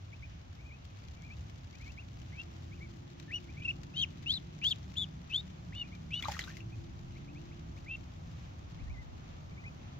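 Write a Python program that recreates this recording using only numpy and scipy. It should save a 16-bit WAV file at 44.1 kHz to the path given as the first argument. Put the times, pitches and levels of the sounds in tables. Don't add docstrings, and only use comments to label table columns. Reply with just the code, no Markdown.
import sys
import numpy as np
from scipy import signal
from scipy.fft import rfft, irfft, next_fast_len
from scipy.io import wavfile

SR = 44100
rng = np.random.default_rng(int(sys.argv[2]) if len(sys.argv) > 2 else 0)


def materialize(psi):
    bounded = np.clip(np.atleast_2d(psi).T, -1, 1)
    quanta = np.round(bounded * 32767).astype(np.int16)
    wavfile.write(sys.argv[1], SR, quanta)


N = 440559

# (start [s], length [s], time of the top pitch [s], start pitch [Hz], top pitch [Hz],
#   end pitch [Hz], bend of the rise [1 = straight], attack [s], relative level [dB], level change by the end [dB],
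#   second voice above the pitch at start, middle, end [Hz], its relative level at start, middle, end [dB],
#   overtone gain [dB], rasp [dB]); a crack shifts the second voice, the overtones and the rasp
PEEPS = [ (2.368, 0.05, 0.052, 2475, 2786, 2830, 1.45, 0.031, -38, -7, 610, 480, 620, -13, -18, -17, -3, -29),
         (3.303, 0.079, .066, 1630, 2926, 2870, 2.6, 0.053, -32.5, -9, 556.6, 600, 560, -15, -40, -28, -3, -42),
         (3.619, .056, 0.036, 2448, 2770, 2560, .4, 0.038, -30, -15, 380, 420, 550, -2, -28, -32, -4, -33),
         (3.668, 0.042, 0.036, 2570, 2826, 2830, .3, 0.018, -31, 0, 560, 400, 650, -26, -33, -35, -6, -38),
         (3.937, .104, .074, 2500, 3240, 2770, 2.5, 0.031, -34, 6, 376, 705, 201, -19, -10, -10, 2, -30),
         (4.260, 0.12, 0.077, 2600, 4105, 3370, 0.69, 0.035, -24, -16.5, 520, 720, 424, -34, -15, -14, -3, -32),
         (4.616, 0.11, .075, 2304, 3668, 3070, 1.25, 0.053, -24, -4, 149.4, 950, 301, -8, -35, -4.5, -6.5, -25.5),
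         (4.955, 0.087, .032, 2570, 3527, 3275, 2, 0.019, -30, -4.5, 297, 195, 182, -19, -13.5, -3.5, -1, -30),
         (5.297, 0.021, .002, 2570, 2580, 2620, 1, .005, -42, -1, 444, 500, 450, -9, -21, -21, -6, -30),
         (5.310, 0.1, 0.064, 2367, 3585, 3850, 1.2, 0.048, -27, -17, 450, 620, 700, -9, -32, -21, -8, -32.5),
         (5.723, 0.11, 0.061, 1660, 2945, 2740, 3.2, 0.1, -34.5, -12, 515, 645, 703, -17, -9.5, -28, -7, -41),
         (6.106, 0.095, .083, 2180, 2950, 3000, 3.0, 0.039, -33.5, -6, 376, 520, 916, -13, -10.5, -13, 1.5, -28.5),
         (7.861, 0.094, 0.084, 1910, 2713, 2760, 2.7, 0.059, -36, -4.5, 453, 475, 500, -27, -19, -23, -15, -38)]
# (start [s], length [s], start pitch [Hz], middle pitch [Hz], end pitch [Hz], relative level [dB])
TWITTERS = [ (0.126, 0.027, 2110, 2420, 2720, -52), (0.224, 0.043, 2050, 2470, 2280, -50.5),
            (.588, 0.043, 2100, 2330, 2500, -60), (.620, .030, 2500, 2430, 2280, -65),
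            (.686, .028, 2480, 2280, 2130, -58), (1.200, .032, 2280, 2130, 2130, -63),
            (.642, 0.066, 2290, 2480, 2410, -58), (0.708, 0.053, 2140, 2500, 2550, -52),
            (1.160, 0.06, 2170, 2370, 2240, -63), (1.227, 0.074, 2120, 2450, 2100, -54.5),
            (1.293, 0.053, 2090, 2480, 2720, -51), (1.730, 0.051, 2080, 2420, 2590, -59.5),
            (1.8, 0.057, 2030, 2400, 2570, -53.5), (1.857, 0.058, 2180, 2350, 2900, -50),
            (1.972, 0.043, 1990, 2610, 2840, -47), (2.016, 0.021, 2800, 2380, 1950, -57),
            (2.320, 0.057, 1895, 2270, 2300, -54), (2.714, .040, 2110, 2420, 2830, -53),
            (2.760, 0.048, 2830, 2330, 2030, -63), (2.806, 0.057, 2040, 2320, 2120, -50),
            (3.280, 0.043, 1775, 1807, 1950, -53.5), (3.482, 0.042, 2010, 2440, 2540, -56),
            (3.540, .026, 2030, 2050, 2110, -62), (3.567, 0.038, 2130, 2420, 2680, -50),
            (3.599, 0.049, 2310, 2410, 2450, -50.5), (5.834, 0.046, 2200, 2500, 2320, -54),
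            (5.918, .048, 2020, 2410, 2220, -53), (6.599, 0.036, 2250, 2670, 2760, -59),
            (6.715, 0.038, 2130, 2550, 2330, -56.5), (7.155, 0.031, 2050, 2320, 2720, -59.5),
            (7.272, 0.045, 2000, 2530, 2680, -60), (7.351, .046, 2050, 2550, 2760, -56),
            (7.511, 0.027, 1990, 2440, 2870, -57.5), (7.765, 0.027, 2000, 2460, 2860, -57.5),
            (8.785, .043, 1870, 2380, 2580, -57), (8.868, .030, 1830, 1920, 2050, -59),
            (8.891, 0.038, 2020, 2390, 2530, -54.5), (8.936, 0.052, 2210, 2030, 1970, -57),
            (8.97, 0.062, 1930, 2060, 1870, -53.5), (9.503, .040, 2000, 2350, 2452, -61),
            (9.566, .054, 1935, 2383, 2470, -54), (9.620, .020, 2440, 2280, 2070, -63),
            (9.636, .030, 2050, 2100, 2330, -49), (9.654, 0.041, 2260, 2520, 2420, -46.5)]
# (time [s], half width [s], loss of the main tone [dB])
CRACKS = [(3.641, .01, 13), (3.959, .007, 13.5), (4.287, 0.012, 9), (4.328, 0.0076, 4), (4.699, .01, 14.5),
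          (4.966, 0.009, 9.5), (5.373, 0.0045, 8), (5.789, .018, 3.5)]
# (multiple of the pitch [-], average level before effort and gain [dB])
OVERTONES = [(2, -19.5), (3, -20), (4, -34)]
# (frequency [Hz], gain [dB])
BILL_COLOUR = [(4200, 0), (5300, -2), (6500, -3), (8000, 3), (9700, 4), (11000, 5.5), (12500, -6),
               (15500, -4)]
# (time [s], left minus right level [dB], phase lead of the left side [rad])
FACING = [(0, 5, 2.04), (2.4, 3, 1.43), (3.35, 4, 1.04), (3.68, 2, 1.63), (4, 5, 1.6), (4.32, 5, 1.9),
          (4.68, 4, 1.48), (5, 6, 0.8), (5.36, 4, 0.77), (5.8, 3, 1), (6.16, 3, 0.5), (7.9, 0.5, 0.67),
          (10, 2.5, 3)]
# (time [s], relative level [dB], starting pitch [Hz], left minus right level [dB],
#   time to fall by 60 dB [s], slap level relative to the bubble before colouring [dB])
BUBBLES = [(6.209, -41, 2200, 3, .015, -9), (6.224, -32.5, 3290, 10, 0.024, 0),
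           (6.226, -32.5, 2030, 1, 0.019, -18), (6.237, -30.5, 2240, -1, 0.022, -21),
           (6.243, -39, 970, 6, .03, -12), (6.248, -31.5, 3750, 13, 0.0095, -10),
           (6.255, -28, 1154, 4, 0.036, -13), (6.283, -41, 554, 4, 0.069, -12),
           (6.284, -25, 838, 1, 0.036, -8.5), (6.292, -37, 756, -1, 0.095, -10),
           (6.319, -39.5, 2000, -2, 0.017, 10), (6.346, -35, 1800, 4, 0.023, -16),
           (6.367, -36.5, 1210, 7, 0.034, -14), (6.392, -22, 1890, 2.5, 0.013, -4.5),
           (6.410, -34, 3880, 6, 0.014, -12), (6.418, -29, 3140, 3, .008, -18),
           (6.439, -30, 3650, 6, 0.0079, -12), (6.478, -40.5, 1502, 4, 0.068, -14),
           (6.502, -43, 1730, 5, 0.038, -6), (6.569, -41.5, 2070, 6, 0.02, 0.5),
           (6.605, -43, 2640, 12, 0.019, -13)]
# (time [s], relative level [dB])
SPRAY = [(6.19, -47.5), (6.225, -55), (6.27, -46), (6.29, -43), (6.323, -38.5), (6.36, -47), (6.4, -43),
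         (6.45, -49), (6.52, -50), (6.58, -55), (6.66, -81)]
# (frequency [Hz], gain [dB])
SPRAY_COLOUR = [(300, -13), (600, -3.5), (1100, -19), (2000, 1), (4000, -4), (7000, -3), (11000, 3),
                (15000, -4)]
# (time [s], relative level [dB])
TICKS = [(0.5285, -49), (0.552, -46.5), (0.851, -41.5), (1.0844, -43.5), (1.1368, -51), (1.498, -42),
         (1.868, -46), (2.217, -43.5), (2.415, -44.5), (3.199, -36), (3.683, -42), (3.833, -37.5),
         (4.2294, -43.5), (4.398, -46), (4.588, -45), (4.6424, -29), (4.759, -42.5), (5.4675, -47),
         (5.75, -41), (5.9504, -47), (6.991, -45)]
# (time [s], level before panning [dB])
RUSTLE = [(0, -69), (.7, -73.5), (1.1, -66), (2, -65), (2.7, -69), (3.6, -65), (4.4, -68), (4.7, -61.5),
          (5.1, -66.5), (6.6, -69.5), (7.3, -68.5), (10, -72)]
# (frequency [Hz], gain [dB])
LEAF_COLOUR = [(500, -34.5), (1500, -3.5), (3500, -0.5), (6500, -6), (10000, -3), (15000, -8)]
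# (time [s], average firing rate [Hz], relative level [dB], average second harmonic relative level [dB])
ENGINES = [
    [(2.1, 158, -72, -7), (2.55, 164.7, -65, 5.5), (3.1, 172, -61.5, 1.5), (4, 173.9, -56, -7.5),
     (4.8, 179, -57, -15), (6, 181.3, -55.5, -32.5), (7.7, 186, -65, -31), (8.2, 187, -69, -12)],
    [(3, 135.2, -59.5, -3), (4.2, 146.5, -55.5, -12.5), (5.4, 152.3, -56, -20), (6.1, 154.7, -54.5, -20),
     (6.5, 167.5, -62, 0), (7.4, 168.3, -65.5, 5.5), (8.6, 167.6, -64, -12), (10, 164, -87, 4)],
    [(6.2, 96.55, -62, -23), (6.7, 111.6, -51, -33), (7.2, 134.7, -50.5, -7.5), (7.55, 155.8, -54.5, -9),
     (8, 164, -87, -14)],
    [(8.5, 96.1, -65, -11), (8.9, 106.6, -57.5, -18), (9.4, 120.4, -53.5, -16.5), (10, 136.2, -50, -27)],
]
# (time [s], level [dB])
PUFFS = [(0, -73), (.9, -71), (1.1, -62), (1.4, -73), (3.3, -69), (3.7, -65), (4.1, -71), (6.5, -64.5),
         (6.8, -53), (7.3, -56), (8.6, -62), (8.9, -43), (9.2, -55), (9.6, -58), (10, -56)]
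# (frequency [Hz], relative gain [dB])
PUFF_COLOUR = [(15, -19), (30, -1), (55, 3), (85, -2.5), (160, -20), (400, -54), (2000, -100)]
# (time [s], average level [dB])
DRONE = [(0, -58.5), (.8, -59), (2.1, -56.5), (2.8, -54.5), (4.1, -54), (5, -54.5), (6.2, -54.5),
         (8.7, -55), (10, -55.5)]
# (time [s], average level [dB])
TYRES = [(0, -67), (1.1, -65), (2, -65.5), (6, -64.5), (7.5, -64), (10, -61.5)]
# (frequency [Hz], mid relative gain [dB], side relative gain [dB])
RUMBLE_COLOUR = [(20, -15.5, -25.5), (34.2, -12.5, -21), (61, 8, -8), (92, 9, -12.5), (124, 4.5, -11.5),
                 (180.5, -7, -29), (234, -36.5, -49)]
DRONE_COLOUR = [(89, -28, -31), (148.7, 8.5, -8.5), (206.5, 0.5, -6.5), (246.6, -1, -6.5),
                (333, -7.5, -5.5), (449, -19, -11), (600, -38, -35.5)]
TYRE_COLOUR = [(250, 5.5, -16.5), (417, -0.5, -6.5), (537, 2.5, 2), (660, 2.5, 10), (820, 1.5, 4.5),
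               (920, -1.5, 4), (1240, -2.5, 4), (1620, -10.5, -3.5), (2610, -25, -18)]
HISS_COLOUR = [(600, -12.5, -14), (1350, 2.5, 0), (2280, 6, 6), (3480, 1.5, 4), (5200, -5.5, -8),
               (6250, -3, -2), (7300, -61.5, -14), (9000, -35.5, -10), (12000, -32, -30),
               (15500, -20.5, -19)]
# (frequency [Hz], gain [dB])
MICROPHONE = [(6600, 0), (7500, -7.5), (8300, -23), (9000, -35.5), (9800, -26.5), (10800, -22),
              (12000, -17.5)]

SWELL_DB, SWELL_BEND = 20.5, 1.44
RELEASE_S, RELEASE_DB, RELEASE_DROP_HZ = .011, 28, 760
CRACK_SPLIT_HZ_PER_DB = 25
CRACK_RASP, CRACK_SECOND, CRACK_BRIGHT = 0.93, 0.95, .5
TWITTER_PEAK_SHARE, TWITTER_SWELL_DB, TWITTER_FADE_DB = 0.32, 8, 9.5


def duckling():
    calls = np.zeros((1, N))
    for s, *shape in PEEPS:
        add(calls, s, peep(s, *shape)[None])
    for s, *shape in TWITTERS:
        add(calls, s, twitter(*shape)[None])
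    pan_db, lead = curves(FACING)
    voice = signal.hilbert(colour(calls[0], BILL_COLOUR), next_fast_len(N))[:N]
    sides = voice * np.exp(1j * np.array([lead, -lead]) / 2)
    return sides.real * pan(pan_db) + weeds(voice.real)


def peep(s, length, top_s, start_hz, top_hz, end_hz, bend, attack_s, db, change_db,
         above_start_hz, above_middle_hz, above_end_hz,
         second_start_db, second_middle_db, second_end_db, bright_db, rasp_db):
    t, gate = note(length + RELEASE_S)
    release = ramp(t, length, length + RELEASE_S)
    crack_db = sum(loss * np.exp(-((s + t - at) / width) ** 2) for at, width, loss in CRACKS)

    rise_left = (1 - ramp(t, 0, top_s)) ** bend
    after_top = ramp(t, top_s, length) ** 2
    hz = top_hz + (start_hz - top_hz) * rise_left + (end_hz - top_hz) * after_top
    swell_left = (1 - ramp(t, 0, attack_s)) ** SWELL_BEND
    level_db = db - SWELL_DB * swell_left + change_db * ramp(t, attack_s, length)

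    marks = [0, length / 2, length]
    above_hz = np.interp(t, marks, [above_start_hz, above_middle_hz, above_end_hz])
    second_db = np.interp(t, marks, [second_start_db, second_middle_db, second_end_db])
    voice = syrinx(t, hz - RELEASE_DROP_HZ * release,
                   above_hz + CRACK_SPLIT_HZ_PER_DB * crack_db,
                   second_db + CRACK_SECOND * crack_db,
                   bright_db + CRACK_BRIGHT * crack_db,
                   rasp_db + CRACK_RASP * crack_db)
    return gate * undb(level_db - crack_db - RELEASE_DB * release) * voice


def twitter(length, start_hz, middle_hz, end_hz, db):
    t, gate = note(length)
    u, peak_s = t / length, TWITTER_PEAK_SHARE * length
    bow_hz = 2 * u * (1 - u) * (2 * middle_hz - start_hz - end_hz)
    hz = start_hz + (end_hz - start_hz) * u + bow_hz
    swell_db = TWITTER_SWELL_DB * (1 - ramp(t, 0, peak_s)) ** 2
    fade_db = TWITTER_FADE_DB * ramp(t, peak_s, length) ** 1.3
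    voice = syrinx(t, hz, above_hz=380, second_db=-36, bright_db=-14, rasp_db=-39)
    return gate * undb(db - swell_db - fade_db) * voice


def syrinx(t, hz, above_hz, second_db, bright_db, rasp_db, shimmer_db=2.02):
    phase = turn(hz * (1 + .007 * walk(t, 600)))
    beat = turn(above_hz * (1 + .06 * walk(t, 200)))
    second, sideband = undb(second_db), undb(-10)
    rasp = undb(rasp_db) * (walk(t, 1300) + 1j * walk(t, 1300)) * np.exp(1j * beat)
    sidebands = sideband * (np.exp(2j * beat) + .5 * np.exp(-1j * beat))
    pair = 1 + second * (np.exp(1j * beat) + sidebands)
    effort = np.clip(hz / 3200, 0, 1) ** 6
    overtones = sum(undb(db + 4.5 * walk(t, 70)) * np.exp(1j * round(k) * phase) for k, db in OVERTONES)
    main = (pair + rasp) * np.exp(1j * phase)
    bright = effort * undb(bright_db) * (pair + 4 * rasp) * overtones
    treble = signal.butter(2, 9500, "high", fs=SR, output="sos")
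    hiss = effort * undb(rasp_db + 12) * signal.sosfilt(treble, rng.standard_normal(len(t)))
    return ((main + bright).imag + hiss) * undb(shimmer_db * walk(t, 250))


def weeds(x, t60=0.21, near_db=-24, far_t60=0.55, far_db=-34):
    t = np.arange(SR // 2) / SR
    near, far = rng.standard_normal((2, 2, len(t))) * (t > .002)
    near_echo = undb(near_db) * unit(near * undb(-60 * t / t60))
    far_echo = undb(far_db) * unit(far * undb(-60 * t / far_t60))
    response = (near_echo + far_echo) / np.sqrt(len(t))
    return signal.fftconvolve(x[None], response, axes=1)[:, :N]


def splash(rise=0.27, attack_s=0.00037, slap_s=0.0041, spray_db=-4):
    rings, slaps = np.zeros((2, 2, N))
    t = np.arange(SR // 8) / SR
    for s, db, hz, pan_db, t60, slap_db in BUBBLES:
        phase = turn(hz * (1 + rise * np.minimum(t / t60, 1)))
        phase = phase + np.array([[.4], [-.4]])
        envelope = undb(db - 60 * t / t60) * (1 - np.exp(-t / attack_s))
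        add(rings, s, envelope * np.sin(phase) * pan(pan_db))
        slap = undb(db + slap_db) * np.exp(-t / slap_s) * rng.standard_normal((2, len(t)))
        add(slaps, s, slap * pan(pan_db))
    spray = grains(600, 5.6, SPRAY_COLOUR)
    t, gate = span(SPRAY)
    spray_gain = undb(curves(SPRAY, t)[0] + spray_db)
    add(rings, SPRAY[0][0], spray[:, :len(t)] * gate * spray_gain * pan(6.7))
    water = rings + droplets() + colour(slaps, SPRAY_COLOUR)
    return water + weeds(water.mean(0), t60=0.1, near_db=-5)


def droplets(count=320, drop_db=4.5, low_hz=1100, high_hz=7500, cycles=22):
    out, t = np.zeros((2, N)), np.arange(SR // 25) / SR
    for when, size, softness, side in rng.random((count, 4)):
        s = SPRAY[0][0] + when * (SPRAY[-1][0] - SPRAY[0][0])
        hz = low_hz * (high_hz / low_hz) ** size
        envelope = undb(-60 * t * hz / cycles) * (1 - np.exp(-t * hz))
        ring = np.sin(turn(hz * (1 + 15 * t))) * envelope
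        level_db = curves(SPRAY, s)[0] + drop_db - 16 * softness
        add(out, s, ring * undb(level_db) * pan(8 * side))
    return out


def leaves(tick_db=-3, tick_s=0.0036):
    ticks, t = np.zeros((2, N)), np.arange(SR // 30) / SR
    for s, db in TICKS:
        add(ticks, s, undb(db + tick_db) * np.exp(-t / tick_s) * rng.standard_normal((2, len(t))))
    rustle = grains(220, 2.6, LEAF_COLOUR) * undb(curves(RUSTLE)[0])
    return (colour(ticks, LEAF_COLOUR) + rustle) * pan(11.2)


def grains(rate, spread_db, points):
    sizes = undb(spread_db * np.minimum(rng.exponential(size=N), 2))
    hits = (rng.random(N) < rate / SR) * sizes
    envelope = signal.lfilter([1], [1, -np.exp(-1 / (0.0027 * SR))], hits)
    return unit(colour(rng.standard_normal((2, N)) * envelope, points))


def engines(engine_db=1, waver=0.01754, fading_db=3):
    out = np.zeros((2, N))
    for run in ENGINES:
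        t, gate = span(run)
        hz, db, second_db = curves(run, t)
        phase = turn(hz * (1 + waver * walk(t, 25)))
        first = np.sin(phase) * undb(fading_db * walk(t, 12))
        second = np.sin(2 * phase + np.array([[.5], [-.5]]))
        second = second * undb(second_db + fading_db * walk(t, 12))
        add(out, run[0][0], gate * undb(db + engine_db) * (first + second))
    return out


def wind():
    return unit(colour(rng.standard_normal((2, N)), PUFF_COLOUR)) * undb(curves(PUFFS)[0])


def surroundings():
    rumble = air(RUMBLE_COLOUR, db=-49, flutter_db=1.5)
    drone = air(DRONE_COLOUR, curves(DRONE)[0], flutter_db=0.65)
    tyres = air(TYRE_COLOUR, curves(TYRES)[0], flutter_db=-0.3)
    hiss = air(HISS_COLOUR, db=-68.5, flutter_db=1.2)
    return rumble + drone + tyres + hiss


def air(points, db, flutter_db):
    mid = colour(rng.standard_normal(N), points)
    side = colour(rng.standard_normal(N), points, column=2)
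    both = (mid + side * np.array([[1], [-1]])) / mid.std()
    return both * undb(db + flutter_db * walk(np.arange(N) / SR, 9))


def undb(db):
    return 10 ** (np.asarray(db) / 20)


def unit(x):
    return x / np.sqrt(np.mean(x ** 2))


def curves(table, t=None):
    s, *columns = np.transpose(table)
    if t is None:
        t = np.arange(N) / SR
    return [np.interp(t, s, c) for c in columns]


def span(table):
    start, end = table[0][0], table[-1][0]
    t = np.arange(int(start * SR), int(end * SR)) / SR
    return t, np.clip(np.minimum(t - start, end - t) / 0.00084, 0, 1)


def note(length):
    t = np.arange(int(length * SR)) / SR
    return t, np.clip(np.minimum(t, length - t) / 0.00045, 0, 1)


def ramp(t, start, end):
    return np.clip((t - start) / max(end - start, 1 / SR), 0, 1)


def add(out, s, x):
    i = max(int(s * SR), 0)
    out[:, i:i + x.shape[1]] += x[:, :max(N - i, 0)]


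def pan(db):
    return undb(np.array([[1], [-1]]) * db / 2)


def colour(x, points, column=1):
    size, points = next_fast_len(N + 4096), np.array(points)
    hz = np.maximum(np.arange(size // 2 + 1) * SR / size, 1)
    gain_db = np.interp(np.log(hz), np.log(points[:, 0]), points[:, column])
    return irfft(rfft(x, size) * undb(gain_db), size)[..., :N]


def walk(t, rate):
    steps = rng.standard_normal(4096)
    return 1.25 * np.interp(t * rate % len(steps), np.arange(len(steps)), steps)


def turn(hz):
    return 2 * np.pi * np.cumsum(hz) / SR


def scene():
    return duckling() + splash() + leaves() + engines() + wind() + surroundings()


def record(dry):
    top_cut = signal.ellip(10, .2, 70, 15700, fs=SR, output="sos")
    return signal.sosfilt(top_cut, colour(dry, MICROPHONE))


dry = scene()
out = record(dry)
materialize(out)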